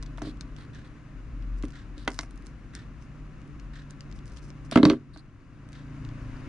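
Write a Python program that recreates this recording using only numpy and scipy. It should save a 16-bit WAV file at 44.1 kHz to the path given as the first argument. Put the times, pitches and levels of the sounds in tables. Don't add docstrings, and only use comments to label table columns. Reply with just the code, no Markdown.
import sys
import numpy as np
from scipy import signal
from scipy.fft import rfft, irfft, next_fast_len
from scipy.io import wavfile
from scipy.ndimage import uniform_filter1d, map_coordinates

SR = 44100
rng = np.random.default_rng(int(sys.argv[2]) if len(sys.argv) > 2 else 0)


def ratio_of_db(decibels):
    return 10 ** (np.asarray(decibels, float) / 20)


def bounce(signal):
    frames = np.transpose(np.atleast_2d(signal))
    limited = np.clip(frames, -1, 1)
    pcm = np.round(limited * 32767).astype(np.int16)
    wavfile.write(sys.argv[1], SR, pcm)


N = 285768
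SIDES = np.array([[0.5], [-0.5]])  # left, right share of a pan in dB


def unit(x):
    return x / np.sqrt(np.mean(x ** 2) + 1e-20)


def along(points, hz):
    f, v = np.transpose(points)
    return np.interp(np.log(hz + 1), np.log(f + 1), v)


def curves(rows):
    s, *cols = np.transpose(rows)
    return [np.interp(np.arange(N) / SR, s, c) for c in cols]


def wobble(rate):
    knots = rng.standard_normal(int(N * rate / SR) + 4)
    return map_coordinates(knots, [np.arange(N) * rate / SR])


def filtered(x, response):
    m = next_fast_len(N + 8192)
    return irfft(rfft(x, m) * response(np.fft.rfftfreq(m, 1 / SR)), m)[..., :N]


def ring(t, hz, db, t60, phase, rise):
    return ratio_of_db(db - 60 * t / t60) * np.sin(2 * np.pi * hz * t + phase) * (1 - np.exp(-t / rise))


def add(track, s, sound):
    start = round(s * SR)
    track[..., start:start + sound.shape[-1]] += sound


# frequency in Hz, left-right correlation [-1 to 1].
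ALIKE = [(60, 0.8), (170, 0.94), (480, 0.81), (1360, 0.72), (3870, 0.59), (11000, 0.11)]


def rush(spectrum, ripple_db):
    knots = rng.standard_normal((2, 1200))

    def shape(hz):
        fine = np.interp(hz / 20, range(1200), knots[0])
        coarse = np.interp(hz / 170, range(1200), knots[1])
        turn = np.arccos(np.clip(along(ALIKE, hz), -1, 1)) / 2
        level_db = along(spectrum, hz) + ripple_db * (fine + 0.1 * coarse)
        return ratio_of_db(level_db) * [np.cos(turn), np.sin(turn)]

    mid, side = filtered(rng.standard_normal((2, N)), shape)
    return unit(np.array([mid + side, mid - side]))


# frequency in Hz, density in dB per Hz.
RUMBLE = [(12, -22), (20, -2), (50, 1), (61, 3.5), (80, -18), (102, -3), (147, -5.5), (173, -11),
          (248, -8.5), (382, -19.5), (500, -31.5), (650, -59.5), (1100, -120)]
# frequency in Hz, density in dB per Hz.
HISS = [(210, -14), (350, -13), (520, -1.5), (860, -8.5), (1050, -2), (1650, -5), (1900, -7.5), (2800, -12),
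        (3150, -18.5), (4500, -22), (7000, -23.5), (7700, -31), (11400, -30.5), (14000, -99.5)]
# time in seconds, strength in dB.
TRAFFIC = [(0, 2), (.22, 3), (.85, 0), (1.32, 1), (1.86, 0.5), (2.2, 0.2), (2.7, -0.2), (3.4, 0.4),
           (3.86, -0.3), (4.17, 1.5), (4.6, 2), (5.77, 1), (6.23, 3), (6.48, 4.5)]


def traffic():
    rumble_db, hiss_db, hiss_follows = -46, -60, 0.46
    nearing_s, nearing_db_per_s = 5.36, 4
    traffic_db, = curves(TRAFFIC)
    near_db = nearing_db_per_s * np.maximum(np.arange(N) / SR - nearing_s, 0)
    rumble_db = rumble_db + traffic_db + 1.3 * wobble(6)
    hiss_db = hiss_db + hiss_follows * traffic_db + near_db + 1.5 + 0.4 * wobble(26)
    return ratio_of_db(rumble_db) * rush(RUMBLE, ripple_db=0.73) + ratio_of_db(hiss_db) * rush(HISS, ripple_db=1.4)


# start in seconds, length in seconds, level in dB.
SWELLS = [(-.1, 0.78, -36), (.84, .17, -54), (1.067, 0.25, -37.5), (1.307, 0.28, -29.5), (1.464, 0.29, -28),
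          (1.828, .94, -37), (2.808, 0.22, -41.5), (3.144, 0.25, -37.5), (3.56, 0.27, -37),
          (4.037, 0.57, -45), (4.547, .13, -41), (4.824, 0.17, -45), (6.16, 0.25, -38)]


def boom():
    mode_hz, rise_s, fall_s, sag_db_per_s = 44.5, 0.091, 0.11, 9.5
    t = np.arange(N) / SR
    swells = np.zeros(N)
    for s, length_s, db in SWELLS:
        u = t - s
        slope = np.minimum(u / rise_s, (length_s - u) / fall_s)
        swells += ratio_of_db(db) * np.clip(slope, 0, 1) * ratio_of_db(-sag_db_per_s * u)
    return swells * np.sin(2 * np.pi * mode_hz * t)


# time in seconds, firing rate in Hz, level in dB, throttle [0 to 1].
ENGINE = [(0, 28.84, -51.5, 0.6), (.4, 29.11, -54.5, 0.56), (1, 29.16, -56.5, 0.4), (1.5, 29, -58.5, 0.96),
          (2, 28.9, -58.5, 0.57), (2.7, 29.41, -55.5, 0.35), (3.2, 29.68, -53.5, 0), (3.8, 28.98, -52, 0),
          (4.4, 29.03, -54.5, 0.03), (4.75, 29.68, -46, 0.25), (4.95, 28.67, -49, 0), (5.4, 28.7, -57, 0.7),
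          (5.8, 28.61, -47.5, 0.22), (6.1, 28.7, -48.5, 0.81), (6.48, 28.5, -49.5, 0.73)]
# multiple of the firing rate, level in dB.
ORDERS_IDLE = [(1, -29), (2, -26), (3, -27.5), (4, -9), (5, 3), (7, -11), (8, -40), (9, -8.5), (10, -8.5),
               (11, -18.5), (13, -37)]
# multiple of the firing rate, level in dB.
ORDERS_OPEN = [(1, 11.5), (2, 0.5), (3, -2), (4, 9), (5, 0), (7, -28), (8, -37), (9, 0.5), (10, 0),
               (11, -10.5), (13, -12.5)]


def engine():
    tones = np.zeros(N)
    rate_hz, engine_db, throttle = curves(ENGINE)
    turn = 2 * np.pi * np.cumsum(rate_hz) / SR
    for (k, idle_db), (_, open_db) in zip(ORDERS_IDLE, ORDERS_OPEN):
        order_db = idle_db + throttle * (open_db - idle_db)
        level_db = engine_db + 3 + order_db + 1.3 * wobble(5)
        tones += ratio_of_db(level_db) * np.sin(round(k) * turn + 0.12 * wobble(1.46))
    return tones


# frequency in Hz, left over right in dB.
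LEAN = [(60, 3), (220, -0.5), (810, 1.5), (2980, 5), (11000, 2.5)]


def surroundings():
    return filtered(traffic() + boom() + engine(), lambda hz: ratio_of_db(SIDES * along(LEAN, hz)))


def ticks(contacts, ring_db, spike_db, top_hz, spit_hz):
    tick_lag_s = 0.0006
    out, t = np.zeros((2, N + SR)), np.arange(1300) / SR
    bright = signal.butter(4, spit_hz, "high", fs=SR)
    body = signal.butter(4, [1300, top_hz], "band", fs=SR)
    click = np.arange(len(t)) == 0
    brief = ratio_of_db(-60 * t / 0.007)
    rattle_decay = ratio_of_db(-60 * t / 0.0084) + ratio_of_db(-13.5 - 60 * t / 0.14)
    spit_decay = brief + ratio_of_db(-35 - 60 * t / 0.036)
    for s, db, hz, top_db, pan_db in contacts:
        noise, phase = rng.standard_normal((3, len(t))), rng.uniform(0, 6.64, 2)
        grit = noise[0] + noise[1:]
        jaws = ring(t, hz, ring_db, 0.011, phase[0], 0.00021)
        jaws = jaws + ring(t, hz * 0.83, ring_db - 2.5, 0.0087, phase[1], 0.00019)
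        spike = ratio_of_db(spike_db) * signal.lfilter(*body, 2.4 * click + 1.02 * grit * brief)
        near = signal.butter(2, [hz * 0.75, hz * 1.25], "band", fs=SR)
        rattle = 0.39 * signal.lfilter(*near, noise[0] + 0.36 * noise[1:]) * rattle_decay
        spit = ratio_of_db(top_db + 9) * signal.lfilter(*bright, 0.93 * click + grit) * spit_decay
        add(out, s + tick_lag_s, ratio_of_db(db - 3 + SIDES * pan_db) * (jaws + spike + rattle + spit))
    return out[:, :N]


def small_ticks(contacts, top_db, pan_db):
    scatter_db = 3
    placed = [(*row, top_db, pan_db + scatter_db * rng.standard_normal()) for row in contacts]
    return ticks(placed, ring_db=-4, spike_db=4, top_hz=6860, spit_hz=7400)


# time in seconds, peak in dB, centre in Hz.
JAW_TICKS = [(.0258, -35, 4770), (.0318, -41, 3600), (.0603, -48, 4300), (.0635, -45.5, 4300),
             (3.8205, -54, 5500), (4.385, -50, 4000), (.3711, -55, 3440), (.409, -30.5, 4350),
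             (.5639, -42.5, 5340), (.7474, -48, 3370), (1.4236, -51, 3380), (1.7045, -47, 6260),
             (1.7214, -51, 3648), (1.9795, -42, 3800), (2.117, -35.5, 6490), (2.2094, -34, 5460),
             (3.023, -49.5, 6145), (3.4161, -54, 3450), (3.5973, -42, 5150), (4.0066, -37, 4600),
             (4.1, -56, 6690), (4.1133, -46, 6700), (4.125, -44, 5940), (4.189, -46.5, 3360),
             (4.3705, -38.5, 5300), (4.5025, -41, 3850), (4.8654, -39.5, 4007), (4.9255, -42, 4300),
             (5.1736, -41, 4430), (5.7293, -40.5, 4600), (6.0492, -45, 3356), (6.0888, -45.5, 3543)]


def jaw_ticks():
    return small_ticks(JAW_TICKS, top_db=-27, pan_db=1)


# time in seconds, board peak in dB, board pitch
# in Hz, housing in dB, struck spot in Hz.
KNOCKS = [(0.027, -48.5, 322, 1, 1400), (0.181, -48.5, 290, 9, 1430), (.218, -26, 298, -9, 1150),
          (.226, -35, 288, -22, 1160), (.249, -30, 275, -15, 1310), (.285, -34.5, 292, -22, 1120),
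          (.268, -27, 280, -14, 1130), (1.6348, -22, 276, -16, 666), (1.973, -37.5, 280, -23, 696),
          (2.0768, -21.5, 266, 2.5, 1470), (2.079, -32.5, 270, 6.5, 646), (2.19, -37, 295, 6, 2100),
          (2.232, -44.5, 249.6, 2, 750), (4.721, -26.5, 239, -2, 660), (4.7575, -2.5, 260, -11, 1350),
          (4.773, -6, 252, -11, 657), (4.784, -19, 270, -10, 630), (4.798, -13, 284, -25, 520),
          (4.8826, -13, 290, -24, 640), (4.8304, -2, 276.4, -17.5, 605), (4.8526, -6, 200, -12, 1150),
          (4.866, -10, 293, -24, 920), (4.899, -10.5, 328, -13, 1150), (4.9065, -13, 290, -14, 680),
          (4.919, -22, 384, -14, 1150), (4.932, -19, 297, -15, 643), (5.161, -38, 294, -3.5, 1450)]
# frequency in Hz, level in dB, t60 in seconds.
BOARD = [(139.7, -21, 0.16), (206, -13, 0.063), (242.6, -10.5, 0.16), (294, -6.5, 0.11),
         (381.3, -9.5, 0.12), (524, -8.5, 0.066)]
# frequency in Hz, level in dB, t60 in seconds.
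HOUSING = [(646, 4.5, 0.041), (810, -3, 0.026), (976, 1.5, 0.034), (1150, 5.5, 0.022), (1350, 4.5, 0.021),
           (1625, -0.5, 0.031), (2050, -5, 0.039), (2160, -11.5, 0.071)]


def board_ring(t, s, pitch_hz):
    let_go_s, rest_s, rest_db_per_s = 4.5, 4.943, 230
    free = 0.73 if s > let_go_s else 0.66
    board = ring(t, pitch_hz, 2.7, 0.096 * free, 0.26, 0.0012)
    for hz, db, t60 in BOARD:
        board = board + ring(t, hz, db, t60 * free, 0.73, 0.0021)
    return board * ratio_of_db(-rest_db_per_s * np.maximum(s + t - rest_s, 0) * (s < rest_s))


def housing_rattle(t, struck_hz):
    shell = np.zeros((2, len(t)))
    for hz, db, t60 in HOUSING:
        a, b = rng.standard_normal(2)
        shell += ratio_of_db(3 * SIDES * a) * ring(t, hz * (1 + 0.015 * a), db + 1.5 * b, t60, 2 * a, 0.00053)
    shell += ring(t, struck_hz, 7, 0.025, 0, 0.0006)
    dull = signal.butter(2, [500, 2800], "band", fs=SR)
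    noise = rng.standard_normal((3, len(t)))
    decay = ratio_of_db(-60 * t / 0.03) + ratio_of_db(-15.5 - 60 * t / 0.049)
    return shell + 1.75 * signal.lfilter(*dull, noise[0] + 1.1 * noise[1:]) * decay


def knocks():
    board_lag_s = 0.00317
    out, t = np.zeros((2, N + SR)), np.arange(7000) / SR
    for s, db, pitch_hz, housing_db, struck_hz in KNOCKS:
        add(out, s, ratio_of_db(db + housing_db - 6.5 - SIDES) * housing_rattle(t, struck_hz))
        add(out, s + board_lag_s, ratio_of_db(db - 2.5 - 1.7 * SIDES) * board_ring(t, s, pitch_hz))
    return out[:, :N]


def rubbing(strokes, centre_hz, top_db, hollow_db, width_hz=1500):
    out = np.zeros((2, N + SR))
    for s, length_s, db in strokes:
        n = round(length_s * SR)
        f, u = np.fft.rfftfreq(n, 1 / SR), np.arange(n) / n
        peak = lambda hz, width: 1 / (1 + ((f - hz) / width) ** 2)
        colour = peak(centre_hz, width_hz) ** 2
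        colour = colour + ratio_of_db(top_db) * peak(8800, 3 * width_hz) + ratio_of_db(hollow_db + 7) * peak(1600, 350)
        stick_slip_db = 2.6 * unit(uniform_filter1d(rng.standard_normal(n), size=90))
        slips = rng.standard_normal((2, n)) * ratio_of_db(stick_slip_db)
        slips = slips + 0.28 * slips[::-1]
        stroke = np.sin(np.pi / 2 * np.minimum(u / 0.24, 1)) * (1 - u ** 2.8)
        add(out, s, ratio_of_db(db) * stroke * unit(irfft(rfft(slips) * colour, n)))
    return out[:, :N]


# start in seconds, length in seconds, level in dB.
DRAGS = [
    (0.029, 0.025, -69),
    (.563, 0.11, -56),
    (0.054, 0.045, -67),
    (0.84, .05, -58),
    (7.1, 0.03, -53),
    (3.892, 0.055, -61.5),
    (4.3, 0.04, -61),
    (6.4, 0.64, -65.5),
]


def drags():
    return rubbing(DRAGS, centre_hz=3940, top_db=-16, hollow_db=2)


# time in seconds, peak in dB, centre in Hz.
WIRE_TICKS = [(.1745, -47, 3450), (.1804, -55, 5360), (.2195, -38.5, 3860), (1.6245, -40.5, 6800),
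              (1.639, -50, 5300), (1.6445, -50, 6000), (1.652, -42, 5030), (1.6825, -50, 6000),
              (2.0492, -52, 3420), (2.1035, -42, 5500), (2.1335, -45, 5000), (2.1628, -50, 6500),
              (2.2322, -44, 5800), (2.2398, -52, 5000), (2.3757, -49, 6400), (2.7505, -32, 5500),
              (3.476, -56, 5317), (3.9, -51, 5940), (3.9072, -40.5, 5000), (4.298, -58, 6000),
              (4.319, -50, 6000), (5.721, -51, 6500), (4.1565, -55.5, 6500), (4.2562, -50, 3486),
              (4.2781, -48.5, 4886), (5.6885, -47, 6180)]


def wire_ticks():
    return small_ticks(WIRE_TICKS, top_db=-11, pan_db=0)


# start in seconds, length in seconds, level in dB.
WHISKS = [(.186, 0.02, -63), (.22, 0.018, -56), (1.57, 0.04, -66), (1.638, 0.018, -62), (1.68, .02, -67),
          (1.703, 0.014, -63), (2.73, .02, -78), (2.752, 0.066, -70), (3.733, .014, -69), (4.36, .04, -58),
          (4.476, 0.028, -63), (2.082, 0.18, -59), (2.192, 0.081, -59), (2.439, 0.081, -67.5),
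          (3.006, 0.063, -69), (4.148, .05, -65), (4.256, 0.053, -63), (4.31, 0.072, -66),
          (4.415, 0.065, -61), (4.645, 0.031, -62.5)]


def whisks():
    return rubbing(WHISKS, centre_hz=5400, top_db=-8, hollow_db=-9)


# start in seconds, length in seconds, level in dB.
SLIDES = [
    (.228, .04, -53),
    (.25, .045, -49),
    (.278, .045, -53.5),
    (.41, 0.02, -57),
    (1.964, .11, -57.5),
    (4.362, 0.04, -61),
    (5.73, 0.087, -64),
]


def slides():
    return rubbing(SLIDES, centre_hz=3980, top_db=-17, hollow_db=-8.5)


# time in seconds, level in dB.
CLOCK = [
    (.75, -52),
    (1.752, -50),
    (2.754, -49.5),
    (3.753, -49.5),
    (5.749, -52),
]
# seconds after the step, level in dB.
CLOCK_STEP = [
    (-.02, -2),
    (0, 2.5),
    (.012, -7),
    (.033, -1),
    (.062, -6.5),
]
# frequency in Hz, width in Hz, level in dB.
CLOCK_CASE = [(1670, 280, 4), (3600, 650, -6.5), (5300, 1100, -17), (7000, 2000, -24.5)]


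def clock():
    rise_s, t60_s = 0.0018, 0.14
    out, t = np.zeros((2, N + SR)), np.arange(5000) / SR
    f = np.fft.rfftfreq(len(t), 1 / SR)
    case = sum(ratio_of_db(db) / (1 + ((f - hz) / width) ** 2) for hz, width, db in CLOCK_CASE)
    for s, db in CLOCK:
        for after_s, lurch_db in CLOCK_STEP:
            noise = rng.standard_normal((3, len(t)))
            grit = unit(irfft(rfft(noise[0] + 0.87 * noise[1:]) * case, len(t)))
            decay = ratio_of_db(db + lurch_db - 60 * t / t60_s) * (1 - np.exp(-t / rise_s))
            add(out, s + after_s, decay * grit)
    return out[:, :N]


# time in seconds, peak in dB, centre in Hz.
STRAND_TICKS = [
    (1.5861, -61, 5424),
    (2.1433, -42, 3640),
    (2.3083, -48.5, 4040),
    (2.358, -55, 4072),
    (2.4225, -56, 5260),
    (2.4608, -50, 3790),
    (2.4672, -44.5, 4105),
]


def strand_ticks():
    return small_ticks(STRAND_TICKS, top_db=-5, pan_db=-1)


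# time in seconds, peak in dB, centre in Hz, top in dB, pan in dB.
SNAPS = [(2.0764, -18, 3180, -16.5, 3), (2.0764, -27, 6450, -21, 3), (4.7235, -31, 3340, -12, -2),
         (4.7566, -17, 2920, -40, 3.5), (4.7735, -24.5, 3040, -32.5, -2), (4.8298, -13, 3910, -38, 0.5),
         (4.8516, -9.5, 4510, -23.5, -1), (4.8525, -21, 5560, -26, 2), (4.8984, -17, 4280, -28, -2),
         (4.8988, -18, 3000, -30, -3), (4.8988, -25, 5800, -29, -1.5), (4.9148, -25.5, 3170, -31.5, 2.5)]


def snaps():
    return ticks(SNAPS, ring_db=0, spike_db=-0.5, top_hz=4700, spit_hz=8500)


# time in seconds, peak in dB, centre in Hz, top in dB, pan in dB.
CUTS = [
    (2.1892, -16, 4650, -25, 1.5),
    (4.7124, -24, 3930, -10.5, 0),
]


def cuts():
    return ticks(CUTS, ring_db=-10.5, spike_db=3, top_hz=5950, spit_hz=8000)


# start in seconds, length in seconds, level in dB.
SKIDS = [
    (4.713, .064, -40),
    (4.764, 0.085, -53),
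    (4.831, 0.017, -56),
    (4.863, 0.056, -45.5),
    (4.903, 0.076, -53),
]


def skids():
    return rubbing(SKIDS, centre_hz=3650, top_db=-18, hollow_db=-4.5)


# start in seconds, length in seconds, level in dB.
SQUEAKS = [
    (5.131, 0.036, -53.5),
    (5.167, .048, -51.5),
]


def squeaks():
    return rubbing(SQUEAKS, centre_hz=4300, top_db=-20.5, hollow_db=-18.5, width_hz=720)


# time in seconds, pulse level in dB.
CRICKET = [
    (5.2, -65),
    (5.4, -64),
    (5.55, -72),
    (5.75, -62),
    (5.95, -61),
    (6.2, -63),
    (6.48, -61),
]


def cricket():
    first_s, period_s, pitch_hz = 5.255, 0.03835, 4720
    out, t = np.zeros(N + SR), np.arange(900) / SR
    for s in np.arange(first_s, N / SR, period_s):
        db = np.interp(s, *np.transpose(CRICKET)) + rng.normal(0, 4) - 3
        add(out, s, ring(t, pitch_hz, db + 9, 0.012, 0, 0.002))
    return out[:N]


# frequency in Hz, t60 in seconds.
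ROOM = [(200, 0.22), (1000, 0.14), (4000, 0.06), (10000, 0.05)]


def room(x):
    hz, t, z = signal.stft(rng.standard_normal((2, SR // 2)), SR, nperseg=256)
    tail = signal.istft(z * ratio_of_db(-60 * t / along(ROOM, hz)[:, None]), SR, nperseg=256)[1]
    tail = tail + 0.74 * tail[::-1]
    delayed = np.pad(x, (150, 0))[None]
    return signal.fftconvolve(delayed, tail / np.linalg.norm(tail[0]), axes=1)[:, :N]


def scene():
    hits = jaw_ticks() + knocks() + wire_ticks() + strand_ticks() + snaps() + cuts()
    rubs = drags() + whisks() + slides() + skids() + squeaks()
    return surroundings() + hits + ratio_of_db(-14) * room(hits.mean(axis=0)) + rubs + clock() + cricket()


def low_pass(x):
    return signal.sosfilt(signal.butter(12, 11550, fs=SR, output="sos"), x)


def record(dry):
    top_hz, ceiling = 10700, 0.95
    duck_s, duck_db, fall_s, hold_s, back_s = 4.9, -5.5, 0.14, 0.34, 0.55

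    def ports(hz):
        lag = np.exp(-1j * np.outer([1, -1], np.pi * 1.6 * 6000 / SR * np.tanh(hz / 6000)))
        tilt = ratio_of_db(np.outer([-1, 1], 2 / (1 + (7000 / (hz + 1)) ** 6)))
        return lag * tilt / (1 + (hz / top_hz) ** 24)

    x = filtered(dry, ports)
    turns_s = np.cumsum([duck_s, fall_s, hold_s, back_s])
    x = x * ratio_of_db(np.interp(np.arange(N) / SR, turns_s, [0, duck_db, duck_db, 0]))
    x = x / (1 + np.abs(x / ceiling) ** 6) ** (1 / 6)
    return low_pass(x)


dry = scene()
out = record(dry)
bounce(out)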